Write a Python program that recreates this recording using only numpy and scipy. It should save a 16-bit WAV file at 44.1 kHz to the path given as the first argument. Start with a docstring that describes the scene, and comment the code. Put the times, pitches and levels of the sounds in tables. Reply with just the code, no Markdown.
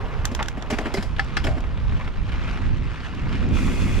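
"""A mountain bike rolls fast down a bumpy dirt trail, heard from a camera on the rider's chest.
From the start, wind buffets the microphone and the tyres crunch grit. Soon stones knock, loose metal
ticks, the wheels thump and the chain slaps the frame. Just after 1 s the front end clacks twice, then
a last big bump leaves a wheel humming. Stones keep knocking and the wind grows louder. From 3.5 s the
rider coasts and the freehub (the ratchet in the back wheel) buzzes."""
import sys
import numpy as np
from scipy import signal
from scipy.fft import rfft, irfft
from scipy.io import wavfile
from scipy.ndimage import uniform_filter1d

SR = 44100
rng = np.random.default_rng(int(sys.argv[2]) if len(sys.argv) > 2 else 0)


def unload_audio(sound):
    """Save the sound as a 16-bit wav file, at the path given as the first command line argument."""
    columns = np.transpose(np.atleast_2d(sound))
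    # keep every value between -1 and 1, then stretch to whole-number steps
    steps = np.round(np.clip(columns, -1, 1) * 32767)
    wavfile.write(sys.argv[1], SR, steps.astype(np.int16))


N = 176400
T = np.arange(N) / SR
HIT_T = T[:16384]  # the clock of one short hit [s]

# A colour says how strong noise is at each frequency. A mode is one tone of a ringing part.
# A fade time (t60) is how long a sound takes to drop by 60 dB.
# how alike left and right are, for most sounds and for ticks: (frequency [Hz], likeness [-1 to 1])
LIKENESS = [(100, 1), (600, 0.95), (1400, 0.98), (3100, 0.78), (7000, 0.35), (15000, 0.12)]
TICK_LIKENESS = [(500, 0.82), (1650, 0.85), (5000, 0.22), (9000, -0.25), (15000, -0.39)]
# how far left runs ahead of right: (frequency [Hz], phase [radians])
LEFT_LEAD = [(100, 0.3), (600, -0.15), (1800, -1.09), (3700, -0.25), (5600, 0.057), (8000, 1), (15000, .2)]

# the wind's low rumble and higher roar: (time [s], relative level [dB])
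RUMBLE_LEVELS = [(0.03, -32.5), (0.17, -31), (0.9, -35.5), (1.16, -29), (1.27, -33.5), (1.51, -25),
                 (1.57, -31.5), (1.96, -25), (1.99, -33), (2.1, -28), (2.14, -39), (2.19, -28),
                 (2.58, -30.5), (2.7, -22.5), (2.84, -28), (2.95, -37.5), (3.1, -37), (3.27, -27.5),
                 (3.66, -25), (3.96, -25)]
ROAR_LEVELS = [(0.0, -42), (0.6, -40), (0.87, -43.5), (1.22, -41), (2.27, -40.5), (2.5, -36.5), (2.76, -34),
               (2.95, -41.5), (3.1, -37.5), (3.21, -35), (3.41, -30), (3.51, -25.5), (3.68, -27.5),
               (3.8, -29), (4.0, -27)]
# crunching grit and droning tyre walls: (time [s], level [dB])
GRIT_LEVELS = [(0, -44), (.15, -41), (.29, -46), (.45, -40.5), (.53, -46), (.85, -40.5), (1.1, -44.5),
               (1.3, -40.5), (1.6, -44), (1.8, -44), (2.04, -40.5), (2.13, -45.5), (2.23, -45),
               (2.33, -39.5), (2.5, -36.5), (2.65, -40.5), (2.8, -43.5), (2.96, -38.5), (3.04, -37.5),
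               (3.12, -41), (3.27, -40.5), (3.35, -35.5), (3.47, -40), (4, -39)]
DRONE_LEVELS = [(0, -36.5), (.2, -40), (.5, -43.5), (.9, -39), (1.15, -47), (1.55, -43), (1.85, -45.5),
                (2.2, -47.5), (3, -53), (4, -44.5)]
# colours of the wind, the tyres and a stone's knock: (frequency [Hz], relative level [dB])
RUMBLE_COLOUR = [(3, -6), (14, -8), (25, -1.5), (40, 1), (65, -1.5), (100, -6), (150, -12.5), (250, -28.5),
                 (600, -50), (2000, -97)]
ROAR_COLOUR = [(50, -12.5), (120, 1), (180, 1), (250, 1), (330, -7), (500, -16.5), (900, -30.5),
               (3000, -42), (9000, -83)]
GRIT_COLOUR = [(100, -6), (250, -3.5), (450, -3), (700, -2.5), (1200, 1.5), (1800, 0), (2800, -3),
               (4000, -11.5), (5500, -17.5), (7200, -24.5), (9000, -31.5), (12000, -39), (15500, -71)]
DRONE_COLOUR = [(120, -18.5), (250, -12), (420, 5), (620, -1), (1000, 2), (1500, -5), (2500, -34),
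                (8000, -43)]
KNOCK_COLOUR = [(150, -21), (400, 0.5), (780, -4), (900, -1), (1070, 9.5), (1250, -6), (1500, 2),
                (2400, -5.5), (3400, -20), (6000, -30), (14000, -57)]
# stones under the tyres: (time [s], level [dB], pitch [multiple])
KNOCKS = [(.246, -29, 1.13), (0.3917, -23.5, 1.02), (.399, -27.5, 1.23), (.4055, -20.5, 0.8),
          (.411, -31, 0.82), (0.4204, -24.5, 0.86), (1.1642, -35, 1.55), (1.184, -29.5, 1.4),
          (1.639, -35, 1.1), (1.894, -39, 1.6), (1.921, -33.5, 1.1), (1.9983, -32.5, 0.95),
          (2.01, -30, 1.13), (2.0762, -30.5, 1.31), (2.291, -34, 1.63), (2.319, -33, 1.54),
          (2.33, -33.5, 1.46), (2.4765, -30.5, 1.35), (2.489, -32, 1.44), (2.575, -36, 1.24),
          (3.0466, -36, 1.7), (3.1344, -35, 1), (3.268, -35.5, 0.9), (3.313, -44, 0.93), (3.405, -35, 1.2),
          (3.428, -33.5, 1.45), (3.567, -29.5, 1.22), (3.587, -31, 1.28), (3.679, -29.5, 1.17)]

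# the freehub's strongest ringing: (time [s], level [dB])
HUB_RING_LEVELS = [(3.5, -77), (3.54, -40), (3.6, -43), (3.68, -54), (3.75, -66), (3.82, -35.5),
                   (3.88, -64), (3.94, -41.5), (4, -51)]
# colours of its buzz and of that ringing: (frequency [Hz], relative level [dB])
HUB_BUZZ_COLOUR = [(600, -33), (1000, 2), (1250, 2.5), (1550, -8), (2100, 6.5), (2250, 6), (2420, 4),
                   (2700, 0.5), (3100, -11), (3380, -5), (3900, -8), (5100, -11), (5480, -8), (5900, -8),
                   (6500, -8.5), (7000, -6), (8000, -10.5), (9000, -14), (9850, -13.5), (11000, -17.5),
                   (12200, -19), (15500, -34)]
HUB_RING_COLOUR = [(1500, -38), (2200, -19), (2420, 3), (2550, -10), (2700, -3), (2950, -24), (3380, -10),
                   (3750, -22), (5200, -24), (5480, -16), (5800, -31), (6500, -20), (7200, -40)]
# tones of the parts that ring: (frequency [Hz], relative level [dB], fade time [s])
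HUB_MODES = [(1250, -1, 0.027), (2440, 4, .028), (2600, 0, .03), (3360, 1.5, .04), (4200, -9, .06),
             (4880, -7, 0.055), (5400, -2.5, 0.04), (6540, -6, .03), (8500, -17, .04), (9800, -11, .04)]
WHEEL_MODES = [(597, -4, 0.41), (630, -1, 0.55), (695, 0, 0.54), (770, -1, 0.39)]
FRONT_END_MODES = [(792, 9, 0.11), (1312, -9.5, .11), (1730, 7, 0.033), (1740, 2, .035),
                   (2050, -4.5, 0.076), (2130, -13, 0.12), (2640, -1.5, 0.04), (3346, -6.5, 0.1),
                   (4400, -4, 0.05), (5000, -5, 0.074), (5120, -8, .08), (7200, -11, .06)]
FRAME_MODES = [(225, -4.5, 0.1), (257, -13, 0.064), (368, -5, 0.037), (419, -2.5, .06), (561, -5.5, 0.12),
               (605, -15, 0.26), (647, -15.5, 0.67), (740, -9, 0.16), (930, -16, 0.081)]
LINK_MODES = [(2110, 7, 0.14), (3310, 2.5, 0.12), (3960, -3, .11), (5000, -2, 0.085), (5400, -12, 0.11),
              (7340, -8, .1), (11100, -20, 0.12)]

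# wheel thumps: (time [s], level [dB], pitch [Hz])
THUMPS = [(.317, -21.5, 243), (0.577, -22, 238), (.704, -36, 384), (.727, -14.5, 229.4), (0.7884, -19, 296),
          (.943, -18.5, 384), (.974, -18.5, 392), (.983, -14, 196), (1.4841, -14, 106)]
# loose metal ticks: (time [s], level [dB], brightness [dB per octave])
TICKS = [(0.2532, -18.5, 3), (0.3492, -23.5, 0.5), (0.427, -22.5, -1.5), (0.459, -35, -3.5),
         (0.4838, -25, 0.5), (0.6234, -27.5, -4), (1.245, -47, 4), (1.605, -42, 1), (2.772, -50, 2),
         (3.149, -42, -0.5), (3.489, -44, 1.5)]
# front end clacks: (time [s], ring level [dB], crack level [dB], contact pitch [Hz], hold [s])
CLACKS = [(1.1945, -18, -24.5, 1660, .004), (1.368, -19.5, -20.5, 2230, 0.0071)]
# clanks of single chain links: (time [s], level [dB], pitch [Hz])
CLANKS = [(.712, -39.5, 6100), (.7855, -41.5, 6000), (.941, -30, 5100), (.943, -30.5, 2070),
          (.973, -37, 4270), (1.026, -43, 5270), (1.442, -30.5, 3270), (1.446, -36.5, 5300)]
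# colour of a clank: (frequency [multiple of its pitch], relative level [dB])
CLANK_COLOUR = [(.25, -35), (.8, -26), (.96, -4.5), (1, -3.5), (1.04, -10), (1.2, -21), (3, -40)]
# chain slaps: (time [s], hold [s], thud level [dB], clatter level [dB], jingle level [dB])
SLAPS = [(0.314, 0.0029, -31.5, -39, -45.5), (0.5708, 0.011, -34.5, -41.5, -55),
         (0.701, .012, -25.5, -29, -38), (0.723, 0.024, -30.5, -32.5, -46.5),
         (0.7844, 0.0037, -24.5, -27, -41.5), (.81, 0.0072, -48, -50, -57),
         (0.8546, 0.016, -29, -29.5, -48), (0.939, 0.0043, -27.5, -33, -34.5),
         (0.97, 0.017, -33.5, -31, -46), (1.025, 0.0057, -37, -37, -39.5),
         (1.439, 0.014, -27.5, -32.5, -42.5), (1.467, .008, -30, -27.5, -41.5),
         (1.485, 0.016, -36.5, -47, -54), (1.563, 0.023, -35, -45, -57)]
# colours of a tick, a clack's crack and a slap's three parts: (frequency [Hz], relative level [dB])
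TICK_COLOUR = [(300, -13), (800, 5), (1050, 7), (1250, -7.5), (1650, 13), (2350, -4.5), (2900, 1.5),
               (3450, 5.5), (4300, -3), (5100, -2.5), (5900, 2.5), (6400, -0.5), (7300, -1), (9000, -13.5),
               (11800, -13), (15500, -30)]
CRACK_COLOUR = [(300, -4), (800, -13), (1000, -9), (1250, 3.5), (1650, 1.5), (2200, -2), (2800, -4.5),
                (3800, -10), (5300, -7), (6200, -19.5), (7200, -22), (9000, -27.5), (15000, -47)]
THUD_COLOUR = [(60, -25), (160, -13.5), (235, 3.5), (310, -3), (390, -3), (490, -10), (640, -7), (900, -19),
               (2000, -68)]
CLATTER_COLOUR = [(300, -8.5), (750, 1.5), (1100, 0), (1600, 3.5), (2200, 0), (2900, -3), (3900, -16.5),
                  (7000, -35), (15000, -56)]
JINGLE_COLOUR = [(1500, -32), (3200, 0), (4000, -1), (5000, 2.5), (6200, -6), (7200, -3), (8800, -11),
                 (11500, -13.5), (15500, -38)]


def amp(db):
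    """Turns decibels into a number to multiply by."""
    return 10 ** (np.asarray(db) / 20)


def normalise(x):
    """Scales a signal to an average power of 1."""
    return x / np.sqrt(np.mean(x ** 2) + 1e-20)


def look_up(table, hz):
    """Reads a table between its rows, giving each octave equal room."""
    row_hz, value = np.transpose(table)
    return np.interp(np.log(hz + 1), np.log(row_hz), value)


def level(table):
    """Gain over time from rows of (time [s], level [dB])."""
    return amp(np.interp(T, *np.transpose(table)))


def pan(left_db):
    """Makes left louder than right; a negative value favours the right."""
    return amp([[left_db / 2], [-left_db / 2]])


def add(mix, start_s, sound):
    """Adds a sound to the mix at a given time."""
    part = mix[:, round(start_s * SR):][:, :sound.shape[1]]
    part += sound[:, :part.shape[1]]


def noise(n=N):
    """Two unrelated channels of plain hiss."""
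    return rng.standard_normal((2, n))


def wander(hz):
    """A slow random wobble, up to about hz."""
    freqs = np.fft.rfftfreq(N, 1 / SR)
    return normalise(irfft(rfft(rng.standard_normal(N)) / (1 + (freqs / hz) ** 2), N))


def coloured(pair, colour, likeness=None):
    """Gives two unrelated noises a colour and blends them into left and right."""
    n = pair.shape[1]
    hz = np.fft.rfftfreq(n, 1 / SR)
    cepstrum = irfft(np.log(amp(look_up(colour, hz))), n)
    # keeping the first half makes the filter ring after a sound, never before
    response = np.exp(rfft(2 * cepstrum * (np.arange(n) < n // 2)))
    shared, separate = rfft(pair) * response
    if likeness is None:
        likeness = look_up(LIKENESS, hz)
    left = shared * np.exp(1j * look_up(LEFT_LEAD, hz))
    right = likeness * shared + np.sqrt(1 - likeness ** 2) * separate
    return normalise(irfft(np.array([left, right]), n))


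def hit(colour, hold_s, t60, tail_db=-60, tail_t60=0.1, rise_s=0.00028, likeness=None):
    """A burst of noise: it rises fast, holds while parts chatter, then fades with a weak tail."""
    fading_s = np.maximum(HIT_T - hold_s, 0)
    fade = np.hypot(amp(-60 * fading_s / t60), amp(tail_db - 60 * fading_s / tail_t60))
    return np.minimum(HIT_T / rise_s, 1) * fade * coloured(noise(len(HIT_T)), colour, likeness)


def ring(modes):
    """A struck part rings with several tones, each fading at its own speed."""
    tones = np.zeros((2, len(HIT_T)))
    for hz, db, t60 in modes:
        phase = 2 * np.pi * (hz * HIT_T + rng.random())
        tones += amp(db - 60 * HIT_T / t60) * np.sin([phase + look_up(LEFT_LEAD, hz), phase])
    return np.minimum(HIT_T / 0.00037, 1) * tones


def crackle(per_s, spread_db, decay_s, share):
    """A gain that jumps at each tiny random contact; share is their part of the power."""
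    sizes = amp(spread_db * np.minimum(rng.exponential(1, N), 3))
    touches = rng.random(N) < per_s / SR
    contacts = normalise(signal.oaconvolve(sizes * touches, np.exp(-HIT_T / decay_s))[:N])
    return np.sqrt(share * contacts ** 2 + 1 - share)


def wind():
    """Gusts buffet the microphone: a lumpy rumble, more on the right, and a higher roar."""
    rumble = coloured(noise(), RUMBLE_COLOUR, likeness=0.14) * amp(0.65 * wander(hz=9.6))
    roar = coloured(noise(), ROAR_COLOUR, likeness=0.54) * amp(1.5 * wander(hz=23))
    return (amp(5) * level(RUMBLE_LEVELS) * normalise(rumble) * pan(left_db=-3.5)
            + amp(1.5) * level(ROAR_LEVELS) * normalise(roar))


def tyres():
    """The tread crushes grit in many tiny cracks, over the hollow drone of the tyre walls."""
    cracks = noise() * crackle(per_s=700, spread_db=2.5, decay_s=0.0011, share=0.46)
    spectrum = signal.stft(coloured(cracks, GRIT_COLOUR), nperseg=512)[2]
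    # random patches of pitch and time get a little louder or softer
    patches = uniform_filter1d(rng.standard_normal(spectrum.shape[1:]), size=7, axis=0)
    patches_db = 1.5 * normalise(uniform_filter1d(patches, size=6, axis=1))
    grit = normalise(signal.istft(spectrum * amp(patches_db), nperseg=512)[1][:, :N])
    return level(GRIT_LEVELS) * grit + level(DRONE_LEVELS) * coloured(noise(), DRONE_COLOUR)


def stones():
    """Stones knock dully under the tyres; smaller ones sound higher."""
    out = np.zeros((2, N))
    for start_s, db, pitch in KNOCKS:
        colour = np.array(KNOCK_COLOUR) * [pitch, 1]
        add(out, start_s, amp(db) * hit(colour, hold_s=0.0021, t60=0.043))
    return out


def freehub(coast_s=3.505, rise_s=0.083, click_hz=439, slowing_hz_per_s=15, hiss=0.52):
    """Small catches click over the ratchet so fast that they buzz and ring the hub's shell."""
    coasting_s = T - coast_s
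    uneven_hz = (click_hz - slowing_hz_per_s * coasting_s) * (1 + 0.1 * wander(hz=59.7))
    teeth_passed = np.cumsum(uneven_hz) / SR
    pulses = normalise(np.exp(-3 * (teeth_passed % 1)))
    clicks = noise() * (hiss + (1 - hiss) * pulses)
    shell = normalise(signal.oaconvolve(clicks, ring(HUB_MODES), axes=1)[:, :N])
    buzz = amp(-40.5) * coloured(clicks, HUB_BUZZ_COLOUR) + amp(-47) * shell
    ringing = level(HUB_RING_LEVELS) * coloured(clicks, HUB_RING_COLOUR)
    return np.clip(coasting_s / rise_s, 0, 1) * buzz + ringing


def wheel_thumps(rise_s=0.00094, t60=0.063):
    """Hard bumps send a short low tone through the frame; the last leaves a wheel humming."""
    out = np.zeros((2, N))
    for start_s, db, hz in THUMPS:
        loudness = amp(db - 60 * HIT_T / t60) * np.minimum(HIT_T / rise_s, 1)
        add(out, start_s, (loudness * np.sin(2 * np.pi * hz * HIT_T))[None])
    add(out, start_s=1.485, sound=amp(-35.5) * ring(WHEEL_MODES))
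    return out


def metal_ticks():
    """A loose metal part taps its stop, a little to the right; some taps are brighter."""
    out = np.zeros((2, N))
    likeness = look_up(TICK_LIKENESS, np.fft.rfftfreq(len(HIT_T), 1 / SR))
    for start_s, db, brightness in TICKS:
        colour = [(hz, band_db + brightness * np.log2(hz)) for hz, band_db in TICK_COLOUR]
        tick = hit(colour, hold_s=0.002, t60=0.013, tail_db=-18.5, tail_t60=0.13, likeness=likeness)
        add(out, start_s, amp(db) * tick)
    return out * pan(left_db=-2.5)


def front_end_clacks(loss_db_per_octave=13.5):
    """A hard contact cracks and rings the front end, most in the tones near its own pitch."""
    out = np.zeros((2, N))
    for start_s, ring_db, crack_db, contact_hz, hold_s in CLACKS:
        modes = [(hz, db - loss_db_per_octave * abs(np.log2(hz / contact_hz)), t60)
                 for hz, db, t60 in FRONT_END_MODES]
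        crack = hit(CRACK_COLOUR, hold_s, t60=0.027, tail_db=-10.5, tail_t60=0.19)
        add(out, start_s, amp(crack_db) * crack + amp(ring_db) * ring(modes))
    return out * pan(left_db=2)


def link_clanks():
    """Single chain links land on bare metal, each ringing briefly at its own pitch."""
    out = np.zeros((2, N))
    for start_s, db, hz in CLANKS:
        colour = np.array(CLANK_COLOUR) * [hz, 1]
        add(out, start_s, amp(db) * hit(colour, hold_s=0.0016, t60=0.073))
    return out


def chain_slaps():
    """The chain whips the frame with a thud, a clatter and a bright jingle, and both ring on."""
    rattle, body = np.zeros((2, 2, N))
    for start_s, hold_s, thud_db, clatter_db, jingle_db in SLAPS:
        clatter = hit(CLATTER_COLOUR, hold_s, t60=0.048, tail_db=-8.5, tail_t60=0.24, rise_s=0.00053)
        jingle = hit(JINGLE_COLOUR, hold_s, t60=0.062, tail_db=-8, tail_t60=0.36, rise_s=0.0012)
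        add(rattle, start_s, amp(clatter_db) * clatter + amp(jingle_db) * jingle)
        add(body, start_s, amp(thud_db) * hit(THUD_COLOUR, hold_s, t60=0.17, rise_s=0.0029))
        frame_ring = amp(thud_db - 2.5) * ring(FRAME_MODES)
        link_ring = amp(jingle_db - 10.5) * ring(LINK_MODES)
        add(body, start_s + hold_s / 2, frame_ring + link_ring)
    link_by_link = crackle(per_s=200, spread_db=1.5, decay_s=0.0036, share=0.3)
    return (rattle * link_by_link + body) * pan(left_db=1)


def scene():
    """The bike and the wind, in the open with no echo."""
    bumps = chain_slaps() + link_clanks() + wheel_thumps() + metal_ticks() + front_end_clacks()
    return bumps + stones() + tyres() + wind() + freehub()


def record(dry):
    """The camera cuts the highest treble; both ends fade for 4 ms."""
    fade = np.minimum(np.minimum(T, T[::-1]) / 0.004, 1)
    treble_cut = signal.firwin(511, cutoff=15500, window=("kaiser", 9), fs=SR)
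    return signal.oaconvolve(dry * fade, treble_cut[None], "same")


dry = scene()
out = record(dry)
unload_audio(out)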